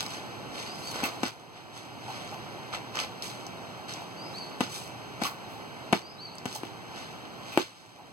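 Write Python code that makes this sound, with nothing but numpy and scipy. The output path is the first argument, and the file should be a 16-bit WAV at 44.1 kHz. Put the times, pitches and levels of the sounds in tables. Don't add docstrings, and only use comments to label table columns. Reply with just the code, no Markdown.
import sys
import numpy as np
from scipy import signal
from scipy.fft import rfft, irfft, next_fast_len
from scipy.io import wavfile

SR = 44100
rng = np.random.default_rng(int(sys.argv[2]) if len(sys.argv) > 2 else 0)


def log_audio(samples):
    frames = np.atleast_2d(samples).T
    limited = np.clip(frames, -1, 1)
    pcm = np.round(limited * 32767).astype(np.int16)
    wavfile.write(sys.argv[1], SR, pcm)


N = 358091
T = np.arange(N) / SR

# start in seconds, level in dB, thud pitch in Hz, frequency that the
# point of impact favours in Hz, slap trim in dB, rebound trim in dB, level of the slide after it in dB.
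BLOWS = [(1.033, -24.5, 286, 810, 7, 0, -35.5), (1.2333, -17.5, 245, 357, -5, -3.5, -33.5),
         (4.6069, -17, 244, 377, 6.5, -1, -34.5), (5.2169, -24.5, 238, 706, 8.5, 5, -29.5),
         (5.927, -13.5, 213, 690, 7.5, 3.5, -35.5), (6.4559, -25.5, 255, 457, 5, -0.5, -43.5),
         (6.6339, -27, 355, 355, -15, -11.5, -50), (7.5749, -9.5, 354, 530, -6.5, -30, -33.5)]
# mode frequency in Hz, level in dB, T60 in seconds.
POLE_MODES = [(335, -3.5, 0.042), (537, -6.5, 0.017), (684, -5, 0.019), (818, -7, 0.036), (1260, 4, 0.003),
              (2273, -10, 0.027), (2660, -14.5, 0.027)]
# frequency in Hz, level in dB.
SLAP_SPECTRUM = [(200, 15), (700, -20), (1500, -4), (3000, 3), (5000, -4), (8500, -13), (15000, -31)]
CORE_SPECTRUM = [(500, -25), (2500, -42), (7000, 19), (15000, -4)]


def pole_knocks(thud_t60_s=.021, slap_fall_s=.0017, compress_s=.000092, rebound_s=.004, full_db=-26.5):
    out, t = np.zeros(N), T[:SR // 8]
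    attack = 1 - np.exp(-t / compress_s)
    for s, db, thud_hz, favoured_hz, slap_db, rebound_db, _ in BLOWS:
        modes_db = -1.5 + 2.5 * min(db - full_db, 0)
        body = ring(t, thud_hz, thud_t60_s)
        for hz, mode_db, t60 in POLE_MODES:
            favour_db = 7 * np.exp(-(np.log2(hz / favoured_hz) / .1) ** 2)
            detuned_hz = hz * (1 + .015 * rng.standard_normal())
            body += undb(modes_db + mode_db + favour_db) * ring(t, detuned_hz, t60)
        tilt_db = 4.5 - .95 * slap_db
        for delay, contact_db in ((0, 0), (rebound_s, rebound_db)):
            slap = undb(slap_db - 7) * noise(len(t), SLAP_SPECTRUM, tilt_db) * np.exp(-t / slap_fall_s)
            add(out, s + delay, undb(db + contact_db) * (body + slap) * attack)
        click = noise(len(t), CORE_SPECTRUM) * np.exp(-t / .0004)
        add(out, s, undb(db - 5 + min(slap_db, 0)) * click)
    return signal.sosfilt(signal.butter(3, 120, "high", fs=SR, output="sos"), out)


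# peak time in seconds, level in dB, rise plus fall time in seconds,
# tilt in dB per octave.
GRAZES = [(.01, -37.5, 0.11, 6), (.985, -34, 0.14, -0.5), (2.745, -34, 0.046, 2), (2.975, -33, 0.085, 1),
          (3.006, -32.5, .06, 3.5), (6.556, -38, 0.035, 12.5)]
# frequency in Hz, level in dB.
FOAM_SPECTRUM = [(100, -33), (350, -0.5), (800, 5), (1250, 4), (1900, 1), (2900, -1), (5000, -4),
                 (8000, -16.5), (15000, -37)]


def foam_scrapes(peak_after_s=.03, rise_s=.026, fall_s=.034, tilt_db=3.2):
    slides = [(s + peak_after_s, db, rise_s, fall_s, tilt_db) for s, *_, db in BLOWS]
    strokes = slides + split_lengths(GRAZES, rise_share=.37)
    return friction(strokes, FOAM_SPECTRUM, grain_db=2.5, grain_hz=600, snag_db=-3)


# peak time in seconds, level in dB, rise plus fall time
# in seconds, tilt in dB per octave.
CLOTH_SWISHES = [(.13, -40, 0.12, -4), (.61, -41, 0.22, -5), (.91, -43.5, 0.36, 0), (1.57, -50, 0.1, -8.5),
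                 (1.78, -46.5, 0.14, -4.5), (2.15, -43, 0.29, -6), (4.37, -53, 0.26, -1.5),
                 (4.75, -38.5, 0.13, 0), (5.52, -56, 0.087, 14), (6.52, -45, 0.14, -2.5),
                 (7.0, -43.5, 0.18, -7), (7.53, -46, 0.3, -5.5), (7.82, -60.5, 0.59, -2.5)]
# peak time in seconds, level in dB, tilt in dB per octave.
CLOTH_SCUFFS = [(3.228, -38.5, -2), (3.886, -40, -5.5)]
# frequency in Hz, level in dB.
CLOTH_SPECTRUM = [(150, -33), (800, -22), (1600, -8.5), (2700, -5), (4500, -1.5), (6500, -4), (10000, -9.5),
                  (15000, -21.5)]


def clothes(scuff_rise_s=.0041, scuff_fall_s=.11):
    scuffs = [(s, db, scuff_rise_s, scuff_fall_s, tilt_db) for s, db, tilt_db in CLOTH_SCUFFS]
    strokes = split_lengths(CLOTH_SWISHES, rise_share=.36) + scuffs
    return friction(strokes, CLOTH_SPECTRUM, grain_db=1.5, grain_hz=150, snag_db=-9)


# start in seconds, level in dB, pitch in Hz.
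TICKS = [(1.024, -30.5, 710), (2.737, -26, 1430), (2.7539, -33, 1440), (2.9715, -26, 1800),
         (2.99, -19, 2660), (3.223, -25, 5100), (3.466, -32, 5500), (3.9372, -29.5, 5370),
         (6.354, -43, 8350), (6.3834, -32.5, 5270), (7.253, -36.5, 2750)]


def ticks():
    out = np.zeros(N)
    for s, db, hz in TICKS:
        add(out, s, undb(db) * burst(hz, fall_s=.002, octaves=.8, skirt_db=-22.5))
    return out


# start in seconds, level in dB, fall time in seconds.
SOFT_POCKS = [(2.08, -29.5, .022), (2.322, -30, .02), (4.0185, -23.5, .0022), (6.553, -24, .005),
              (7.985, -40.5, 0.025)]


def soft_pocks(pitch_hz=794):
    out = np.zeros(N)
    for s, db, fall_s in SOFT_POCKS:
        pock = burst(pitch_hz, fall_s, octaves=.69, skirt_db=-20.5)
        swell = 1 - np.exp(-2 * T[:len(pock)] / fall_s)
        add(out, s, undb(db) * pock * swell)
    return out


# start in seconds, level in dB, pitch in Hz, fall time in seconds.
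FOAM_SQUEAKS = [(1.038, -20.5, 2400, 0.0061), (1.054, -26.5, 1320, 0.0084), (5.252, -31.5, 1150, 0.035),
                (7.521, -43, 2460, 0.062)]


def foam_squeaks():
    out = np.zeros(N)
    for s, db, hz, fall_s in FOAM_SQUEAKS:
        add(out, s, undb(db) * burst(hz, fall_s, octaves=.4, skirt_db=-11.5))
    return out


# frequency in Hz, level in dB.
HEDGE_SPECTRUM = [(100, 5), (300, 3), (1000, 19.5), (2500, 19.5), (6000, 12.5), (15000, 23.5)]
BASS_ECHO_SPECTRUM = [(60, -12), (130, 9), (250, 9), (450, 15), (800, -12), (2000, -32)]


def yard_echo(x, spectrum, wet_db, rise_s, fall_s):
    t = T[:SR // 3]
    envelope = np.minimum(t / rise_s, 1) ** 2 * np.exp(-t / fall_s)
    tails = [noise(len(t), spectrum) * envelope for _ in range(2)]
    return undb(wet_db) * np.array([reverberate(x, tail) for tail in tails])


# start in seconds, level of the rising note in dB, of the arched note in dB.
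BIRD_SONGS = [(0.645, -42, -38), (4.163, -40.5, -35), (6.008, -45, -37.5)]
# offset in seconds, length in seconds, first, middle and last pitch in Hz.
BIRD_NOTES = [(0, .125, 4330, 4776, 5210), (0.171, .115, 3600, 4576, 4044)]


def bird(glide_skew=.79, direct_db=-5, trees_db=-6, trees_fall_s=.069):
    out = np.zeros(N)
    for s, *levels_db in BIRD_SONGS:
        for (offset, length, *pitches_hz), db in zip(BIRD_NOTES, levels_db):
            progress = np.linspace(0, 1, int(length * SR))
            contour = np.polyfit([0, .5, 1], pitches_hz, 2)
            burr = 1 + .012 * wander(len(progress), 500)
            hz = np.polyval(contour, progress ** glide_skew) * burr
            envelope = np.sqrt(np.abs(np.sin(np.pi * progress)))
            add(out, s + offset, undb(db) * envelope * np.sin(2 * np.pi * np.cumsum(hz) / SR))
    trees = rng.standard_normal(SR // 2) * np.exp(-T[:SR // 2] / trees_fall_s)
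    return undb(direct_db) * out + undb(trees_db) * reverberate(out, trees)


# frequency in Hz, level in dB.
TRAFFIC_SPECTRUM = [(25, -63), (55, -13), (80, -10), (112, 3), (200, -1), (350, -0.5), (560, -3.5),
                    (780, -0.5), (1150, -6), (1700, -9.5), (2800, -11.5), (5000, -18.5), (9000, -29),
                    (15500, -35.5)]
# frequency in Hz, share of the power from ahead, 0 to 1.
AHEAD_SHARE = [(60, 0), (200, 0.5), (480, 0.11), (700, 0.8), (1100, 1), (1500, 0.71), (2500, 1), (6000, 1),
               (14000, 1)]
# start in seconds, depth in dB.
TRAFFIC_DIPS = [(1.24, 7.5), (5.93, 3.5), (7.58, 10.5)]


def traffic(start_db=-40.5, fade_db_per_s=.3137, sink_s=.08, hold_s=.2, recover_s=.66):
    size = next_fast_len(N)
    share = np.clip(curve_at(AHEAD_SHARE, np.fft.rfftfreq(size, 1 / SR)), 0, 1)
    ahead = rfft(mic_pair(noise(N, TRAFFIC_SPECTRUM)), size)
    around = rfft([noise(N, TRAFFIC_SPECTRUM) for _ in range(2)], size)
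    bed = irfft(np.sqrt(share) * ahead + np.sqrt(1 - share) * around, size)[:, :N]
    corners_s = np.cumsum([0, sink_s, hold_s, recover_s])
    dips_db = sum(depth_db * np.interp(T - s, corners_s, [0, 1, 1, 0]) for s, depth_db in TRAFFIC_DIPS)
    waver_db = .45 * wander(N, 12)
    return bed * undb(start_db - fade_db_per_s * T - dips_db + waver_db)


def ring(t, hz, t60):
    return -np.cos(2 * np.pi * hz * t) * np.exp(-np.log(1000) * t / t60)


def friction(strokes, spectrum, grain_db, grain_hz, snag_db, snags_per_s=220, snag_fall_s=.0005):
    out = np.zeros(N)
    t = np.arange(-SR // 3, 2 * SR // 3) / SR
    for s, db, rise_s, fall_s, tilt_db in strokes:
        envelope = np.exp(-np.where(t < 0, (t / rise_s) ** 2, np.abs(t / fall_s) ** 1.2))
        catches = (rng.random(len(t)) < snags_per_s / SR) * rng.exponential(size=len(t))
        snags = signal.lfilter([1], [1, -np.exp(-1 / (snag_fall_s * SR))], catches)
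        grip = undb(grain_db * wander(len(t), grain_hz)) + undb(snag_db) * snags / snags.std()
        grip /= np.sqrt(np.mean(grip ** 2))
        add(out, s + t[0], undb(db) * envelope * grip * noise(len(t), spectrum, tilt_db))
    return out


def split_lengths(strokes, rise_share):
    return [(s, db, rise_share * length, (1 - rise_share) * length, tilt_db)
            for s, db, length, tilt_db in strokes]


def burst(hz, fall_s, octaves, skirt_db):
    t, ratio = T[:SR // 6], 2 ** octaves
    spectrum = [(hz / ratio ** 2 / 2, 2 * skirt_db), (hz / ratio, skirt_db), (hz, 0),
                (hz * ratio, skirt_db), (hz * ratio ** 2 * 2, 2 * skirt_db)]
    return noise(len(t), spectrum) * np.exp(-t / fall_s)


def noise(length, spectrum, tilt_db=0):
    size = next_fast_len(length)
    hz = np.fft.rfftfreq(size, 1 / SR)
    db = curve_at(spectrum, hz) + tilt_db * np.log2(np.maximum(hz, 500) / 2000)
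    x = irfft(rfft(rng.standard_normal(size)) * undb(db), size)[:length]
    return x / x.std()


def mic_pair(x, lag_s=.00056, knee_hz=893, knee_width_hz=120):
    size = next_fast_len(N + SR // 10)
    hz = np.fft.rfftfreq(size, 1 / SR)
    above_knee_hz = knee_width_hz * np.logaddexp(0, (hz - knee_hz) / knee_width_hz)
    phase = 2 * np.pi * lag_s * above_knee_hz
    return irfft(rfft(x, size) * np.exp(-1j * spread(phase)), size)[:, :N]


def spread(difference):
    return np.array([[.5], [-.5]]) * difference


def reverberate(x, tail):
    return signal.fftconvolve(x, tail / np.linalg.norm(tail))[:N]


def wander(length, rate_hz):
    return np.interp(np.arange(length) / SR * rate_hz, np.arange(4096), rng.standard_normal(4096))


def curve_at(points, hz):
    points_hz, values = np.transpose(points)
    return np.interp(np.log(hz + 1), np.log(points_hz), values)


def undb(db):
    return 10 ** (np.asarray(db) / 20)


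def add(track, s, x):
    start = int(round(s * SR))
    lo, hi = max(start, 0), min(start + len(x), N)
    track[lo:hi] += x[lo - start:hi - start]


def scene(knocks_left_db=6, bass_delay_s=.018):
    knocks = pole_knocks()
    handling = foam_scrapes() + clothes() + ticks() + soft_pocks() + foam_squeaks()
    direct = mic_pair(knocks) * undb(spread(knocks_left_db)) + mic_pair(handling + bird())
    scatter = yard_echo(knocks + handling, HEDGE_SPECTRUM, wet_db=-5, rise_s=.0057, fall_s=.014)
    late_knocks = np.pad(knocks, (int(bass_delay_s * SR), 0))[:N]
    bass_echo = yard_echo(late_knocks, BASS_ECHO_SPECTRUM, wet_db=-28.5, rise_s=.0043, fall_s=.011)
    return direct + scatter + bass_echo + traffic()


# frequency in Hz, left minus right in dB.
MIC_BALANCE = [(60, -5), (125, -2.5), (250, -4), (500, -2.5), (1000, 0), (3000, 0), (12000, 0)]


def record(dry, ceiling=.85, top_hz=15800):
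    size = next_fast_len(N + SR // 10)
    balance_db = spread(curve_at(MIC_BALANCE, np.fft.rfftfreq(size, 1 / SR)))
    coloured = irfft(rfft(dry, size) * undb(balance_db), size)[:, :N]
    rounded = ceiling * np.tanh(coloured / ceiling)
    return signal.sosfilt(signal.ellip(10, .2, 80, top_hz, fs=SR, output="sos"), rounded)


dry = scene()
out = record(dry)
log_audio(out)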